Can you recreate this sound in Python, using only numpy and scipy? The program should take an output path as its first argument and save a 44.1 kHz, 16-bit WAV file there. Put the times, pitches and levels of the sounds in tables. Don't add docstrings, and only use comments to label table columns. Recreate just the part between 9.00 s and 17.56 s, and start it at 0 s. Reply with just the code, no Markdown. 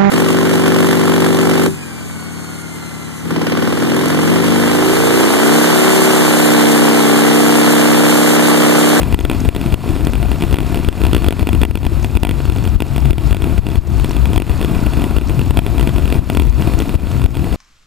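import sys
import numpy as np
from scipy import signal
from scipy.fft import rfft, irfft, next_fast_len
from scipy.io import wavfile
from scipy.ndimage import uniform_filter1d

SR = 44100
rng = np.random.default_rng(int(sys.argv[2]) if len(sys.argv) > 2 else 0)


def pcm_store(signal):
    levels = np.round(np.clip(np.atleast_2d(signal), -1, 1) * 32767)
    wavfile.write(sys.argv[1], SR, levels.astype(np.int16).T)


N = 377496
TIME = np.arange(N) / SR


# time in seconds, relative rush in dB, relative buffeting in dB.
WIND_LEVELS = [(0, -35, -16), (0.45, -34, -17.5), (0.55, -33, -18), (0.72, -34.5, -19), (0.85, -32.5, -23),
               (1.1, -37, -11), (1.55, -34, -21), (1.7, -33, -29), (1.85, -36, -16), (1.97, -31.5, -19),
               (2.15, -36, -14), (2.36, -32, -19), (2.5, -37, -11.5), (2.9, -36, -10.5), (3.1, -38.5, -17),
               (3.25, -35, -9.5), (3.42, -35.5, -13.5), (3.75, -37, -12), (3.9, -36, -20.5),
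               (4.0, -38, -12.5), (4.31, -33, -8), (4.46, -34.5, -11.5), (4.76, -37, -17),
               (4.85, -38.5, -16), (5.0, -35, -12), (5.08, -35.5, -22), (5.2, -36, -9), (5.5, -34.5, -17.5),
               (6.0, -33.8, -16.5), (6.41, -36.5, -13.5), (6.56, -35.5, -13), (6.9, -35.5, -16.5),
               (7.26, -34, -14), (7.5, -39.5, -7), (7.66, -32, -16.5), (7.88, -35, -20), (8.13, -34.5, -13),
               (8.28, -37, -14), (8.56, -35, -21)]

def wind_levels():
    times, rush_db, buffet_db = np.transpose(WIND_LEVELS)
    return np.interp(TIME, times, rush_db), np.interp(TIME, times, buffet_db)


# frequency in Hz, relative spectral density in dB.
WAKE_SPECTRUM = [(8, -32), (22, -19), (32, -30), (42, -18), (54, 1), (66, -2.5), (90, -1.5), (130, -6.5),
                 (200, -14), (400, -28), (1500, -71)]

def eddies(evenness=0.55, clear_s=0.014):
    wake = noise(lambda hz: spectrum_gain(WAKE_SPECTRUM, hz))
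    envelope = uniform_filter1d(np.abs(signal.hilbert(wake)), SR // 100)
    gust_onsets = impulses([(start, 0) for start, _ in GUSTS])
    swept = swing(gust_onsets, hz=0, width_s=clear_s, lag_s=0)
    return unit_rms(wake / envelope ** evenness) * np.clip(1 - swept, 0, 1)


def buffeting(wake, level_db, trim_db=-9.5, gustiness_db=1.2, ceiling_db=-14):
    pressure = from_db(level_db + trim_db + gustiness_db * drift(5.4)) * wake
    ceiling = from_db(ceiling_db)
    return ceiling * np.tanh(pressure / ceiling)


# start in seconds, length in seconds, relative level in dB.
THROBS = [(0.95, 0.25, -17), (3.316, 0.11, -17), (3.94, 0.17, -9), (4.203, 0.13, -12), (4.458, 0.074, -10),
          (4.953, 0.069, -13), (5.127, 0.162, -9), (6.738, 0.13, -9.5), (7.412, 0.17, -9)]

def throb(buffet, throb_hz=55.93, wander=0.062, fade_s=0.036, takeover=0.63, trim_db=-10):
    tone = np.sin(wandering_phase(throb_hz, wander, drift_hz=8.1))
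    for start, length, db in THROBS:
        locked = np.clip(np.minimum(TIME - start, start + length - TIME) / fade_s, 0, 1)
        buffet = buffet * (1 - takeover * locked) + from_db(db + trim_db) * locked * tone
    return buffet


# time in seconds, relative peak pressure in dB.
GUSTS = [(0.1425, 0.5), (0.205, -7), (0.248, -2.5), (0.486, 0.5), (0.736, -0.5), (1.54, -1.5), (1.885, 0.6),
         (2.048, -2.5), (2.282, -1), (2.426, -0.5), (2.632, 0), (2.705, -0.5), (2.751, -1.5), (2.864, -2.5),
         (3.161, 3), (3.228, 0.5), (3.49, -1.9), (3.759, 3), (4.1075, 2), (4.322, 0.5), (4.435, -2.5),
         (4.589, 1.5), (4.784, 3), (5.376, -0.5), (6.175, -2), (6.504, 1), (6.584, -0.5), (6.956, -1.3),
         (7.045, -0.5), (7.189, 2), (7.748, -1), (7.955, -0.5), (8.252, 4)]

def gusts(suction_db=-12, crest_db=-24, swing_hz=70, width_s=0.0082, lead_s=0.0077):
    slams = impulses(GUSTS)
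    crest = from_db(crest_db) * swing(slams, swing_hz, width_s, -lead_s)
    suction = from_db(suction_db) * swing(slams, swing_hz, width_s, 0)
    return crest - suction


# time in seconds, relative peak level in dB.
KNOCKS = [(0.0179, -9.5), (0.0315, -6), (0.1257, -6.5), (0.144, -1), (0.1901, -0.5), (0.208, -3),
          (0.2509, 0), (0.2983, 2.5), (0.3139, -0.5), (0.3319, -10), (0.3475, -13.0), (0.45, -9),
          (0.4889, -3), (0.549, -1.5), (0.563, 0.5), (0.6134, -7.5), (0.6615, -11), (0.7044, -17),
          (0.724, -7.5), (0.742, 5), (0.8897, -11), (0.908, -15), (0.955, -13), (1.07, -2), (1.1345, -7.5),
          (1.154, -8.5), (1.2283, -6.5), (1.3161, -4.5), (1.3305, -14), (1.4088, -10), (1.4227, -2),
          (1.437, -7), (1.5106, -10), (1.5271, -4.5), (1.5428, -3), (1.5575, -1), (1.5683, -3),
          (1.586, 2.5), (1.6041, -3.5), (1.63, -10), (1.7448, -3.5), (1.7574, -7), (1.7733, -8),
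          (1.847, -6.5), (1.8869, -2.5), (1.927, -6), (1.9774, -13), (2.0163, -6.5), (2.037, -2.5),
          (2.0515, -4), (2.0668, -4), (2.1316, 1.5), (2.1479, 1.5), (2.165, -2.5), (2.18, -10),
          (2.221, -12), (2.2441, -3.5), (2.264, -7), (2.2849, 1.5), (2.307, 4.5), (2.325, 2.5),
          (2.3941, -4.5), (2.4102, -12), (2.4282, -10), (2.471, 2), (2.4898, 0.5), (2.5306, -5),
          (2.5493, -6.5), (2.6155, -2.5), (2.6334, 0.5), (2.651, 5.5), (2.7109, -3.5), (2.7547, 2.5),
          (2.7736, -1.5), (2.831, -9), (2.8507, -6.5), (2.866, -2.5), (3.0454, -4), (3.1527, -6),
          (3.1709, 6.5), (3.2332, 7.5), (3.25, 8.5), (3.2698, 1), (3.292, 2.5), (3.3107, -0.5),
          (3.4537, -9.5), (3.4986, 0), (3.5216, -8.5), (3.5614, -9.5), (3.584, -12), (3.6525, -9.5),
          (3.675, -7.5), (3.804, 4), (3.8215, 3.5), (3.962, -6), (3.98, -6), (4.055, -8.5), (4.107, -3.5),
          (4.131, -1), (4.1816, -2.5), (4.309, -7.5), (4.328, 4.5), (4.3465, 2.5), (4.368, -2),
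          (4.421, -3.5), (4.442, -3), (4.579, -8), (4.6673, -4), (4.6875, -7.5), (4.702, -12),
          (4.756, -7.5), (4.998, -9.5), (5.045, -4.5), (5.1093, -8.5), (5.1659, -7.5), (5.2558, -5.5),
          (5.3326, -6.5), (5.3605, -3.5), (5.378, -0.5), (5.4002, 1.5), (5.4204, 0.5), (5.4953, -8),
          (5.6133, -5.5), (5.6275, -6), (5.6467, -4), (5.667, -24), (5.692, -16), (5.7487, -11.5),
          (5.7815, -18), (5.8637, -8), (5.935, -10), (5.97, -10.5), (5.9966, -12), (6.019, -7),
          (6.0405, -4.5), (6.1651, -6), (6.1839, 0.5), (6.2124, -8.5), (6.296, -8.5), (6.393, -6.5),
          (6.413, -13.5), (6.508, -5.5), (6.5719, 0), (6.5901, 6), (6.6643, -2.5), (6.7813, -7.5),
          (6.796, -3.5), (6.8104, -4.0), (6.828, -5), (6.8736, -3.5), (6.8915, -8.5), (6.9616, -8.5),
          (6.9822, -7), (7.055, -5.5), (7.0776, -7), (7.1017, -9), (7.1246, -2), (7.1436, -11), (7.2998, 1),
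          (7.32, -17), (7.349, -5), (7.3716, -0.5), (7.3978, -1.5), (7.4205, -7.5), (7.622, -6),
          (7.6735, -10.5), (7.737, -9.5), (7.802, -3.5), (7.8204, -6), (7.893, -8), (7.952, -12.5),
          (8.2172, -10), (8.2404, -9), (8.26, 1.5), (8.3527, -9), (8.3698, -8), (8.443, -11),
          (8.5262, -9.5)]

def rattle(wake, touch_db=-26, spread_db=6, rebound_db=-7.5, thump_hz=250, thump_s=0.0025, shove_s=0.0023):
    knocks = impulses(KNOCKS)
    delays_s = rng.uniform(0.0004, 0.0014, len(KNOCKS))
    rebounds = impulses([(start + delay, db + rebound_db) for (start, db), delay in zip(KNOCKS, delays_s)])
    wake_phase = np.unwrap(np.angle(signal.hilbert(wake)))
    crests = np.flatnonzero(np.diff(wake_phase // (2 * np.pi)) > 0)
    touches = np.zeros(N)
    touches[crests] = from_db(touch_db + spread_db * np.minimum(rng.standard_normal(N)[crests], 2))
    blows = knocks + touches
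    push = np.tanh(blows)
    t = np.arange(SR // 20) / SR
    thump = from_db(-7) * np.exp(-t / thump_s) * np.sin(2 * np.pi * thump_hz * t)
    shove = from_db(-12) * np.sin(np.pi * np.minimum(t / shove_s, 1)) ** 2
    thuds = low_cut(signal.fftconvolve(push, thump + shove)[:N], hz=70)
    rocking = from_db(-25) * swing(push, hz=56.8, width_s=0.019, lag_s=0.0042)
    ticks = from_db(-1.5) * signal.fftconvolve(blows + rebounds, housing_ring())[:N]
    return ticks + crack(blows) + thuds + rocking


def crack(blows, level_db=-21, decay_s=0.0021, dull_hz=3500):
    grit = noise(lambda hz: housing_gain(hz) ** 0.48 * hz / np.hypot(hz, 700) / np.hypot(1, hz / dull_hz))
    return from_db(level_db) * decays(blows, decay_s) * grit


# frequency in Hz, nominal width in Hz, relative level in dB.
SHELL_MODES = [(286, 158, 35.5), (673, 116, 23), (934, 102, 17.5), (1403, 170, 12), (1750, 56, 7.5),
               (1985, 113, 11), (2290, 92, 10), (2500, 176, 14), (2773, 200, 13), (3370, 320, 11.5),
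               (4480, 360, -1), (5030, 540, -8), (7820, 1040, -6), (8630, 160, 4.5), (9380, 400, 2.5),
               (10840, 1500, -6.5), (11960, 410, -2), (13100, 890, -4), (14600, 1230, -3)]

def housing_gain(hz):
    powers = [from_db(db) ** 2 / (1 + ((hz - centre) / (0.62 * width)) ** 2) ** 1.6
              for centre, width, db in SHELL_MODES]
    return np.sqrt(sum(powers))


# centre in Hz, half-width in Hz.
DISPERSION_BANDS = [(1900, 500), (3100, 95), (4500, 200), (6500, 3900), (9000, 140), (12000, 310),
                    (14500, 210)]

def housing_ring(size=2048):
    hz = np.fft.rfftfreq(size, 1 / SR)
    magnitude = housing_gain(hz) * (hz + 1) / np.hypot(hz, 700)
    cepstrum = irfft(np.log(magnitude))
    minimum_phase = np.exp(rfft(2 * cepstrum[:size // 2], size))
    phase_lag = 2 * sum(np.arctan((hz - centre) / width) + np.arctan((hz + centre) / width)
                        for centre, width in DISPERSION_BANDS)
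    return irfft(minimum_phase * np.exp(-1j * phase_lag)) / np.abs(irfft(minimum_phase)).max()


# frequency in Hz, relative level in dB.
RUSH_SPECTRUM = [(30, 12.5), (120, 6), (270, 0), (450, -3.5), (700, 1), (1400, 1.5), (2700, -1),
                 (4500, -36), (9000, -0.5), (15000, 2)]

def rush(wake, gain_db=9, pulsing_db=2.5, flutter_db=3):
    air = noise(lambda hz: housing_gain(hz) * spectrum_gain(RUSH_SPECTRUM, hz))
    return from_db(gain_db + pulsing_db * wake + flutter_db * drift(49)) * air


# frequency in Hz, relative spectral density in dB.
SPRAY_SPECTRUM = [(100, 5.5), (400, 1), (1100, 10), (2000, -0.5), (4000, -1), (4400, -2.5), (4800, -5),
                  (5500, -4.5), (6000, -14.5), (6500, -6.5), (7600, -6.5), (10400, -12.5), (11200, -8),
                  (13000, -21), (13800, -29), (15000, -31)]

def spray(gain_db=-1):
    return from_db(gain_db) * noise(lambda hz: spectrum_gain(SPRAY_SPECTRUM, hz))


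# time in seconds, relative peak level in dB.
RAINDROPS = [(0.2018, -22), (0.4032, -24), (1.05, -24), (1.5319, -31), (3.028, -30), (3.638, -28),
             (5.0938, -30), (5.1143, -27), (7.7897, -23)]

def rain(tick_hz=6100, width_hz=2200, decay_s=0.002, fine_per_s=25, fine_db=-37, gain_db=-0.5):
    fine_arrivals = rng.random(N) < fine_per_s / SR
    fine_drops = fine_arrivals * from_db(fine_db - 0.5 * rng.standard_normal(N))
    bursts = decays(impulses(RAINDROPS) + fine_drops, decay_s)
    return from_db(gain_db) * bursts * noise_band(tick_hz, width_hz, slope=4)


# multiple of the crank rate, mean level in dB.
ENGINE_ORDERS = [(1, -35.5), (2, -31.5), (4, -42.5), (5, -39)]

def engine(crank_hz=66.55, wander=0.02003, waver_db=5):
    crank_angle = wandering_phase(crank_hz, wander, drift_hz=1.379)
    return sum(from_db(db + waver_db * drift(7.7)) * np.sin(order * crank_angle)
               for order, db in ENGINE_ORDERS)


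def overtaken_car(roar_db=-38.5, nearest_s=5.9, swell_s=0.36, whine_db=-46, whine_s=5.2):
    roar = noise_band(1000, 450, slope=4) / (1 + ((TIME - nearest_s) / swell_s) ** 2)
    whine = noise_band(1244, 8) * np.exp(-((TIME - whine_s) / 0.32) ** 2)
    return from_db(roar_db) * roar + from_db(whine_db) * whine


def port_eddies(level_db=-38, corner_hz=130):
    return from_db(level_db) * np.array([noise_band(0, corner_hz) for _ in range(2)])


def port_hiss(gain_db=-13, corner_hz=1500):
    sides = [noise(lambda hz: housing_gain(hz) * hz / np.hypot(hz, corner_hz)) for _ in range(2)]
    return from_db(gain_db) * np.array(sides)


def whistle(gain_db=-20, centre_hz=4390, width_hz=110, waver_db=4):
    return from_db(gain_db + waver_db * drift(6.5)) * noise_band(centre_hz, width_hz)


def thin_hiss(level_db=-54, centre_hz=12000, width_hz=190, pan_db=5.5):
    sides = np.array([noise_band(centre_hz, width_hz) for _ in range(2)])
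    return from_db(level_db + pan_db * np.array([[1], [-1]])) * sides


def ports(pressure, bass_gain=50, corner_hz=6, mismatch=0.013, treble_hz=8000, delay_samples=4):
    bass = signal.sosfilt(signal.butter(1, corner_hz, fs=SR, output="sos"), pressure)
    reflection = mismatch * np.roll(low_cut(pressure, treble_hz), delay_samples)
    return np.array([pressure + bass_gain * bass + reflection, pressure - reflection])


def gain_control(x, threshold_db=-1, overreaction=3.99, deepest_db=11, release_db_per_s=80):
    attack_s, late_s = 0.00091, 0.00575
    smoothed = uniform_filter1d(x, 150, axis=1)
    suction = np.maximum(-smoothed.min(axis=0), 1e-9)
    demand_db = np.clip(overreaction * (20 * np.log10(suction) - threshold_db), 0, deepest_db)
    release_db = release_db_per_s * TIME
    held_db = np.maximum.accumulate(demand_db + release_db) - release_db
    late_db = np.interp(TIME - late_s, TIME, held_db)
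    pole = np.exp(-1 / (attack_s * SR))
    return x * from_db(-signal.lfilter([1 - pole], [1, -pole], late_db))


def from_db(db):
    return 10 ** (np.asarray(db) / 20)


def unit_rms(x):
    return x / np.sqrt(np.mean(x ** 2) + 1e-20)


def spectrum_gain(points, hz):
    table_hz, db = np.transpose(points)
    return from_db(np.interp(np.log(hz + 1), np.log(table_hz), db))


def noise(gain_at):
    size = next_fast_len(N)
    spectrum = rfft(rng.standard_normal(size)) * gain_at(np.fft.rfftfreq(size, 1 / SR))
    return unit_rms(irfft(spectrum, size)[:N])


def noise_band(centre_hz, width_hz, slope=2):
    return noise(lambda hz: 1 / (1 + ((hz - centre_hz) / width_hz) ** slope))


def drift(rate_hz):
    return noise_band(0, rate_hz)


def wandering_phase(hz, wander, drift_hz):
    return 2 * np.pi * np.cumsum(hz * (1 + wander * drift(drift_hz))) / SR


def impulses(rows):
    times, db = np.transpose(rows)
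    samples = np.clip(np.round(times * SR).astype(int), 0, N - 1)
    return np.bincount(samples, from_db(db), N)


def decays(hits, decay_s):
    return signal.lfilter([1], [1, -np.exp(-1 / (decay_s * SR))], hits + 1e-18)


def swing(pushes, hz, width_s, lag_s):
    t = np.arange(-SR // 20, SR // 20 + 1) / SR - lag_s
    packet = np.exp(-(t / width_s) ** 2) * np.cos(2 * np.pi * hz * t)
    return signal.fftconvolve(pushes, packet, "same")


def low_cut(x, hz):
    return signal.sosfilt(signal.butter(2, hz, "high", fs=SR, output="sos"), x)


def scene():
    rush_db, buffet_db = wind_levels()
    wake = eddies()
    buffet = throb(buffeting(wake, buffet_db))
    airstream = from_db(rush_db - 0.44) * (spray() + rush(wake) + whistle())
    shell = buffet + gusts() + airstream + rattle(wake) + rain() + engine() + overtaken_car()
    return ports(low_cut(shell, hz=33.3)) + port_eddies() + from_db(rush_db) * port_hiss() + thin_hiss()


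def record(dry, top_cut_hz=15400):
    ducked = low_cut(gain_control(dry), hz=7.2)
    overloaded = np.clip(ducked, -1, 1)
    return signal.sosfilt(signal.ellip(10, 0.1, 80, top_cut_hz, fs=SR, output="sos"), overloaded)


dry = scene()
out = record(dry)
pcm_store(out)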